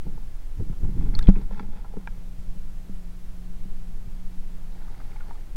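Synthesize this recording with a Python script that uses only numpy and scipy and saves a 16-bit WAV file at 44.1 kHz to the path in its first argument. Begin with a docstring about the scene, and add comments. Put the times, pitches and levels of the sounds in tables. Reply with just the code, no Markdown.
"""Waterproof case lifted from a creek

A waterproof case with a microphone inside is dragged through a creek beside a kayak and lifted out. Shaped
noise rumbles on the case, sine bubbles plink, and a thump at the surface overloads the input. Under water and
in the air, filtered blows and grains knock and rub the case's modes, and once it is out a far motor hums in
wavering sines. A late swish of grains and bubbles laps by the hull, over a soft hiss."""
import sys
import numpy as np
from scipy import signal
from scipy.fft import rfft, irfft
from scipy.io import wavfile
from scipy.ndimage import uniform_filter1d, map_coordinates

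SR = 44100
rng = np.random.default_rng(int(sys.argv[2]) if len(sys.argv) > 2 else 0)


def log_audio(samples):
    """Write samples as a 16-bit WAV file to the path given in sys.argv[1]."""
    # one column per channel
    frames = np.atleast_2d(samples).T
    # limit to full scale, then quantise
    limited = np.clip(frames, -1, 1)
    pcm = np.round(limited * 32767).astype(np.int16)
    wavfile.write(sys.argv[1], SR, pcm)


N = 245195
TIME = np.arange(N) / SR

# background hiss spectrum: frequency_hz, density_db (relative, per Hz)
HISS_SPECTRUM = [(150, -4.5), (260, -5.5), (626, -8), (744, -8.5), (1110, -12.5), (1410, -13.5),
                 (1530, -14), (3760, -19.5), (13900, -25.5), (16000, -25.5)]
# low pressure swell spectrum: frequency_hz, density_db (relative, per Hz)
SWAY_SPECTRUM = [(5, -1), (10, 6.5), (22, -1.5), (35, -9), (50, -25.5), (80, -27), (140, -61), (300, -80)]
# eddies against the case, spectrum: frequency_hz, density_db (relative, per Hz)
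CHURN_SPECTRUM = [(25, -11.5), (50, 8), (90, 3), (160, 1.5), (220, -8), (300, -9), (420, -18), (620, -40),
                  (1200, -65)]
# splashing by the hull, spectrum: frequency_hz, density_db (relative, per Hz)
SWISH_SPECTRUM = [(150, -29), (260, 4), (420, 1.5), (570, -8), (820, 4.5), (1140, -10), (1430, -7.5),
                  (2200, -9.5), (2700, -21), (4500, -16), (7000, -38), (13000, -45)]
# pitch of the far motor's upper tone: time_s, pitch_hz
MOTOR_PITCH = [(2.1, 175.5), (3.5, 177.6), (3.62, 179.8), (4.38, 179.8), (4.56, 176.3), (5.2, 180.7),
               (5.3, 176.1)]
# eddies that surge and die away: peak_s, peak_db, fall_db_per_s
SURGES = [(.07, -34, 99), (.607, -27.5, 217), (.71, -37, 280), (0.838, -25, 168), (0.969, -27, 35.5),
          (1.33, -35, 120), (1.58, -42.5, 61)]
# one slow wash along the hull: full_level_s, hold_s, level_db
HULL_WASH = [(4.82, 0.48, -59.5)]
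# wavelets lapping around that wash: peak_s, peak_db
LAPS = [(4.8, -60), (4.92, -56.5), (4.99, -57.5), (5.3, -54)]
# modes of the plastic case: pitch_hz, gain_db, t60_s
CASE_MODES = [(191.8, 1.5, 0.18), (312, -11, 0.06), (409, -0.5, 0.032), (509, 3, 0.014), (834, -0.5, 0.036),
              (1044, -4.5, 0.019), (1348, -6, 0.029), (1736, -3.5, 0.01), (2130, -4.5, 0.014),
              (2600, -12.5, 0.02), (3350, -4.5, 0.0052), (4650, -18.5, 0.021), (4900, -19, 0.011),
              (5700, -31.5, .015)]
# water and fingers sliding over the case: full_level_s, hold_s, level_db
SLIDES = [(0.065, 0.15, -59), (0.842, 0.3, -55), (0.998, 0.25, -50.5), (1.217, 0.2, -48),
          (1.524, 0.072, -45), (1.734, 0.065, -49), (1.875, 0.33, -56.5)]
# drops falling on the water: start_s, bubble_level_db, bubble_pitch_hz,
# splat_level_db (against the bubble), splat_reach_hz
WATER_DROPS = [(1.1512, -26, 4350, -9, 4840), (1.1898, -31.5, 3660, 5.5, 12200),
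               (1.209, -43, 1640, -15, 4000), (1.2265, -41, 4220, 3.5, 5500),
               (1.240, -46.5, 3430, -4, 9000), (1.2525, -48, 3380, -13, 4000),
               (1.2705, -41.5, 3220, -4.5, 4520), (1.2715, -40.5, 2450, 4.5, 4000),
               (4.722, -55.5, 3750, -1, 4500), (5.119, -53, 2230, -8, 3000), (5.158, -45, 850, -6, 2000),
               (5.164, -49, 2200, -1, 2500), (5.207, -44, 1424, 2, 2370), (5.308, -41, 940, -1.5, 1785)]
# blows on the case, soft bumps to hard ticks: start_s, peak_db, contact_centre_hz, scuff_decay_s
CASE_KNOCKS = [(0.064, -36.5, 394, 0.016), (.176, -40, 640, 0.0016), (0.599, -22.5, 87.4, 0.0021),
               (0.604, -33.5, 420, .0022), (0.699, -24, 102, 0.0024), (.726, -45, 870, 0.0061),
               (0.832, -28, 169, 0.0056), (.843, -44, 870, 0.0061), (.893, -28, 160, 0.002),
               (1.008, -40.5, 900, 0.0048), (1.140, -40, 2300, 0.0022), (1.190, -33.5, 1200, 0.0034),
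               (1.357, -38, 1700, .005), (1.364, -26, 265, 0.02), (1.508, -34, 740, 0.0033),
               (1.595, -28, 1500, 0.0029), (1.596, -42.5, 4400, 0.0028), (1.604, -30.5, 250, 0.0044),
               (1.687, -37.5, 180, .004), (1.844, -40, 960, .013), (1.937, -37, 433, 0.0014),
               (1.968, -38, 980, 0.00065), (1.969, -26, 327, 0.0012), (2.180, -34.5, 79, .002),
               (2.388, -33.5, 68, .0023), (2.563, -38, 120, .002), (2.895, -32, 166, .0011),
               (3.655, -35.5, 151, 0.0056), (4.074, -32, 77.5, 0.0046)]
# modes of a sharp, woody tap on the boat's gear: pitch_hz, level_db (relative), t60_s
TAP_MODES = [(920, 3, 0.023), (1386, -3, 0.03), (1620, 3.5, 0.026), (2000, -14, .03), (2340, -2, 0.022),
             (3800, -17, 0.0087), (4970, -18, 0.0098)]
# ticks riding on the thump: start_s, peak_db
THUMP_TICKS = [(1.29, -24.5), (1.2977, -30), (1.3058, -52)]

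SURFACE_S = 1.287   # the case breaks the surface
HISS_DB, HISS_DIP_S, HISS_DIP_WIDTH_S, HISS_DIP_DB = -57, 1.65, 0.44, -2.5   # the hiss dips briefly
MOTOR_FROM_S, MOTOR_HOLD_S, MOTOR_DB = 2.16, 2.24, -49.5   # upper tone at full level
MOTOR_FADE_IN_DB_PER_S, MOTOR_FADE_OUT_DB_PER_S = 19.5, 11.5
# the swell grows as the case is lifted towards the surface and settles once it is out
SWAY_REST_DB, SWAY_LIFT_DB = -35, -20
LIFT_RISE_DB_PER_S, LIFT_FALL_DB_PER_S = 17, 46.5
ROCK_DB, ROCK_PERIOD_S, ROCK_CREST_S = 1, 1.79, 4.06   # at rest the swell waxes and wanes slowly
SURGE_RISE_DB_PER_S, SUBMERGED_DB = 417, -50.5   # fast build; a little stirring while under water
WASH_RISE_DB_PER_S, WASH_FALL_DB_PER_S = 38, 42
LAP_RISE_DB_PER_S, LAP_FALL_DB_PER_S = 240, 220
SLIDE_RISE_DB_PER_S, SLIDE_FALL_DB_PER_S = 347, 165
BUBBLE_T60_S, BUBBLE_REF_HZ, BUBBLE_SIZE_LAW = 0.021, 3500, 0.85   # lower-pitched bubbles ring longer
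SPLAT_T60_S, SPLAT_TOP_HZ = 0.017, 4000
CONTACT_OCTAVES = 1.24   # width of the band that a blow excites
TAP_S, TAP_DB = 2.074, -24.5
CUTOFF_HZ = 15800


def from_db(db):
    """Decibels to gain."""
    return 10 ** (np.asarray(db) / 20)


def rms_one(x):
    """Scale to rms 1."""
    return x / np.sqrt(np.mean(x ** 2) + 1e-20)


def peak_one(x):
    """Scale to peak 1."""
    return x / (np.abs(x).max() + 1e-20)


def add(out, s, sound):
    """Mix a sound in at time s."""
    at = max(round(s * SR), 0)
    out[at:at + len(sound)] += sound[:N - at]


def band(x, low_hz, high_hz, order=2):
    """Causal band-pass."""
    edges_hz = [max(low_hz, 10), min(high_hz, .45 * SR)]
    return signal.sosfilt(signal.butter(order, edges_hz, "band", fs=SR, output="sos"), x)


def coloured(x, spectrum):
    """Give a steady sound a spectrum; rms 1."""
    hz, db = np.transpose(spectrum)
    bins_hz = np.fft.rfftfreq(N, 1 / SR) + 0.0009   # keeps the logarithm finite at 0 Hz
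    gain = from_db(np.interp(np.log(bins_hz), np.log(hz), db))
    return rms_one(irfft(rfft(x) * gain, N))


def drift(rate):
    """Smooth random wander through `rate` new values a second; rms 1."""
    knots = rng.standard_normal(2000)
    return rms_one(map_coordinates(knots, [TIME * rate], order=2, mode="wrap"))


def grains(per_s, spread_db):
    """Random tiny impacts, a few much larger than the rest."""
    sizes = from_db(spread_db * np.minimum(rng.exponential(1, N), 4)) * rng.choice([-1, 1], N)
    return sizes * (rng.random(N) < per_s / SR)


def swell_and_fade(full_s, hold_s, db, rise_db_per_s, fall_db_per_s):
    """Gain that rises to its level at full_s, holds, then dies away."""
    early = np.maximum(full_s - TIME, 0)
    late = np.maximum(TIME - full_s - hold_s, 0)
    return from_db(db - rise_db_per_s * early - fall_db_per_s * late)


def together(gains):
    """Overlapping movements add in power."""
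    return np.sqrt(np.sum(np.square(gains), axis=0))


def case(force):
    """The plastic case rings in all its modes, each a two-pole resonator driven by the force."""
    out = 0
    for k, (hz, db, t60) in enumerate(CASE_MODES):
        radius = from_db(-60 / (t60 * SR))
        angle = 2 * np.pi * hz / SR
        poles = [1, -2 * radius * np.cos(angle), radius * radius]
        ring = signal.lfilter([1, 0, -1], poles, force + 1e-18)
        out = out + (-1) ** k * from_db(db) * ring   # alternate modes are inverted
    return out


def air():
    """Steady soft hiss of shaped noise that dips briefly."""
    dip_db = HISS_DIP_DB * np.exp(-((TIME - HISS_DIP_S) / HISS_DIP_WIDTH_S) ** 2)
    return from_db(HISS_DB + dip_db) * coloured(rng.standard_normal(N), HISS_SPECTRUM)


def motor(octave_db=-22, lower_ratio=.637, lower_db=-57.0, drone_db=-53):
    """Two wavering tones over a dull drone, heard only above the water; the upper has a faint octave."""
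    times_s, pitches_hz = np.transpose(MOTOR_PITCH)
    phase = 2 * np.pi * np.cumsum(np.interp(TIME, times_s, pitches_hz)) / SR
    level = swell_and_fade(MOTOR_FROM_S, MOTOR_HOLD_S, MOTOR_DB,
                           MOTOR_FADE_IN_DB_PER_S, MOTOR_FADE_OUT_DB_PER_S)
    wavering = phase + .15 * drift(10)
    tone = np.sin(wavering) + from_db(octave_db) * np.sin(2 * wavering)
    upper = tone * level * from_db(1.3 * drift(7.5))
    lower = np.sin(lower_ratio * phase + .6 * drift(7)) * from_db(lower_db + 1.5 * drift(8))
    drone = from_db(drone_db) * rms_one(band(rng.standard_normal(N), 43, 190))
    above_water = np.clip((TIME - SURFACE_S) / 0.26, 0, 1)
    return above_water * (np.sqrt(2) * (upper + lower) + drone)   # root two: tone levels are rms


def sway():
    """Very low pressure swell as the case is moved about; it pauses as the surface is crossed."""
    swell = coloured(rng.standard_normal(N), SWAY_SPECTRUM)
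    power = band(swell, 22, 55) ** 2
    # the audible part is held steady
    evened = swell / np.sqrt(uniform_filter1d(power, size=8000) + 0.1 * power.mean())
    crossing = np.exp(-((TIME - SURFACE_S) / .05) ** 4)
    lift = swell_and_fade(SURFACE_S, 0, SWAY_LIFT_DB, LIFT_RISE_DB_PER_S, LIFT_FALL_DB_PER_S)
    rock_db = ROCK_DB * np.cos(2 * np.pi * (TIME - ROCK_CREST_S) / ROCK_PERIOD_S)
    rest = from_db(SWAY_REST_DB + rock_db)
    return np.maximum(lift, rest) * (1 - crossing) * evened


def churn():
    """Eddies buffet the case: dense low-coloured grains surge and die away."""
    surges = [swell_and_fade(s, 0, db, SURGE_RISE_DB_PER_S, fall) for s, db, fall in SURGES]
    stirring = from_db(SUBMERGED_DB) * (TIME < SURFACE_S)
    buffeting = coloured(grains(per_s=600, spread_db=2.0), CHURN_SPECTRUM)
    return together([stirring, *surges]) * buffeting


def burble(count=90, low_hz=620, high_hz=2400, cycles=22, bend=0.15, spread_db=12.0):
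    """Small bubbles at random times; each rings down as its pitch rises, higher ones softer."""
    out, t = np.zeros(N), TIME[:SR // 12]
    for when, smallness, strength in rng.random((count, 3)):
        hz = low_hz * (high_hz / low_hz) ** smallness
        life = t * hz / cycles   # reaches 1 when the ring is 60 dB down
        phase = 2 * np.pi * hz * t * (1 + bend * np.minimum(life, 1))
        ring = np.sin(phase) * from_db(-60 * life)
        add(out, 4.3 + 1.25 * when, from_db(spread_db * strength) * np.sqrt(low_hz / hz) * ring)
    return out / out[TIME > 4.3].std()


def swish(case_db=-7.0, wash_db=0.0, bubble_db=-4.5):
    """Fine splashing and bubbles by the hull, coloured by the case that they are heard through."""
    wash = from_db(wash_db) * coloured(grains(per_s=2000, spread_db=1.5), SWISH_SPECTRUM)
    splashes = band(grains(per_s=300, spread_db=8.5), 364, 4900, order=1)
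    ringing = from_db(case_db) * rms_one(case(splashes))
    flow = [swell_and_fade(s, hold_s, db, WASH_RISE_DB_PER_S, WASH_FALL_DB_PER_S)
            for s, hold_s, db in HULL_WASH]
    laps = [swell_and_fade(s, 0, db, LAP_RISE_DB_PER_S, LAP_FALL_DB_PER_S) for s, db in LAPS]
    return together(flow + laps) * (wash + ringing + from_db(bubble_db) * burble())


def rub():
    """Tiny slips on the wet case excite its modes."""
    slides = [swell_and_fade(s, hold_s, db, SLIDE_RISE_DB_PER_S, SLIDE_FALL_DB_PER_S)
              for s, hold_s, db in SLIDES]
    return together(slides) * rms_one(case(grains(per_s=1100, spread_db=3.5)))


def drops():
    """A drop splats as a noise burst and traps a small bubble that rings as a decaying sine."""
    out, t = np.zeros(N), TIME[:SR // 10]
    for s, db, hz, splat_db, reach_hz in WATER_DROPS:
        t60 = BUBBLE_T60_S * (BUBBLE_REF_HZ / hz) ** BUBBLE_SIZE_LAW
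        onset = 1 - np.exp(-t / .0004)
        bubble = np.sin(2 * np.pi * hz * t) * from_db(-60 * t / t60) * onset
        burst = rng.standard_normal(len(t)) * from_db(-60 * t / SPLAT_T60_S)
        splat = band(band(burst, 670, reach_hz, order=4), 430, SPLAT_TOP_HZ, order=1)
        add(out, s, from_db(db) * (peak_one(bubble) + from_db(splat_db) * peak_one(splat)))
    return out


def knocks(scuff=0.13, thud_hz=130):
    """Each blow is a push and a short scuff; slow pushes pass as a dull thud, quick ones ring the case."""
    out, t = np.zeros(N), TIME[:SR // 5]
    half_width = 2 ** (CONTACT_OCTAVES / 2)
    for s, db, hz, scuff_s in CASE_KNOCKS:
        low_hz, high_hz = hz / half_width, hz * half_width
        grit_gain = scuff * min(high_hz / 1000, 2)   # quicker contacts are grittier
        grit = grit_gain * rng.standard_normal(len(t)) * np.exp(-t / scuff_s)
        force = band((t == 0) + grit, low_hz, high_hz)
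        thud = (thud_hz / low_hz) ** 2 * peak_one(force)
        add(out, s, from_db(db) * peak_one(peak_one(case(force)) + thud))
    return out


def tap():
    """A hard contact sets a few short modes ringing."""
    out, t = np.zeros(N), TIME[:SR // 10]
    ring = np.zeros(len(t))
    for k, (hz, db, t60) in enumerate(TAP_MODES):
        ring += (-1) ** k * from_db(db - 60 * t / t60) * np.sin(2 * np.pi * hz * t)
    add(out, TAP_S, from_db(TAP_DB) * peak_one(ring))
    return out


def crackle(dull_hz=900):
    """Bare sharp ticks that ride on the thump, each an instant jump and a quick decay."""
    out, t = np.zeros(N), TIME[:SR // 100]
    for s, db in THUMP_TICKS:
        add(out, s, from_db(db) * np.exp(-2 * np.pi * dull_hz * t))
    return out


def surfacing(build_s=0.0061, pull_db=-2.5, release_s=0.0024,
              rebound_db=1.5, rebound_hz=19, rebound_s=0.022,
              wall_db=-2.5, wall_hz=192, wall_s=0.015, upper_db=-22, upper_hz=285, upper_s=0.014):
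    """Suction builds as the case leaves the water, then lets go: a slow rebound and two wall modes."""
    t = np.maximum(TIME - SURFACE_S, 0)
    building = np.exp(np.minimum(TIME - SURFACE_S, 0) / build_s)
    pull = from_db(pull_db) * np.exp(-t / release_s)
    wall = from_db(wall_db) * np.cos(2 * np.pi * wall_hz * t) * np.exp(-t / wall_s)
    upper = from_db(upper_db) * np.cos(2 * np.pi * upper_hz * t) * np.exp(-t / upper_s)
    rebound = from_db(rebound_db) * np.sin(2 * np.pi * rebound_hz * t) * np.exp(-t / rebound_s)
    return rebound - building * (pull + wall + upper)


def scene():
    """Everything reaches the one microphone in the case."""
    water = churn() + swish() + drops() + crackle() + surfacing()
    handling = sway() + rub() + knocks() + tap()
    return (air() + motor() + handling + water)[None]


def record(dry):
    """The input clips hard; a steep low-pass cuts the top."""
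    clipped = np.clip(dry, -.93, .93)
    return signal.sosfilt(signal.ellip(10, .1, 80, CUTOFF_HZ, fs=SR, output="sos"), clipped)


dry = scene()
out = record(dry)
log_audio(out)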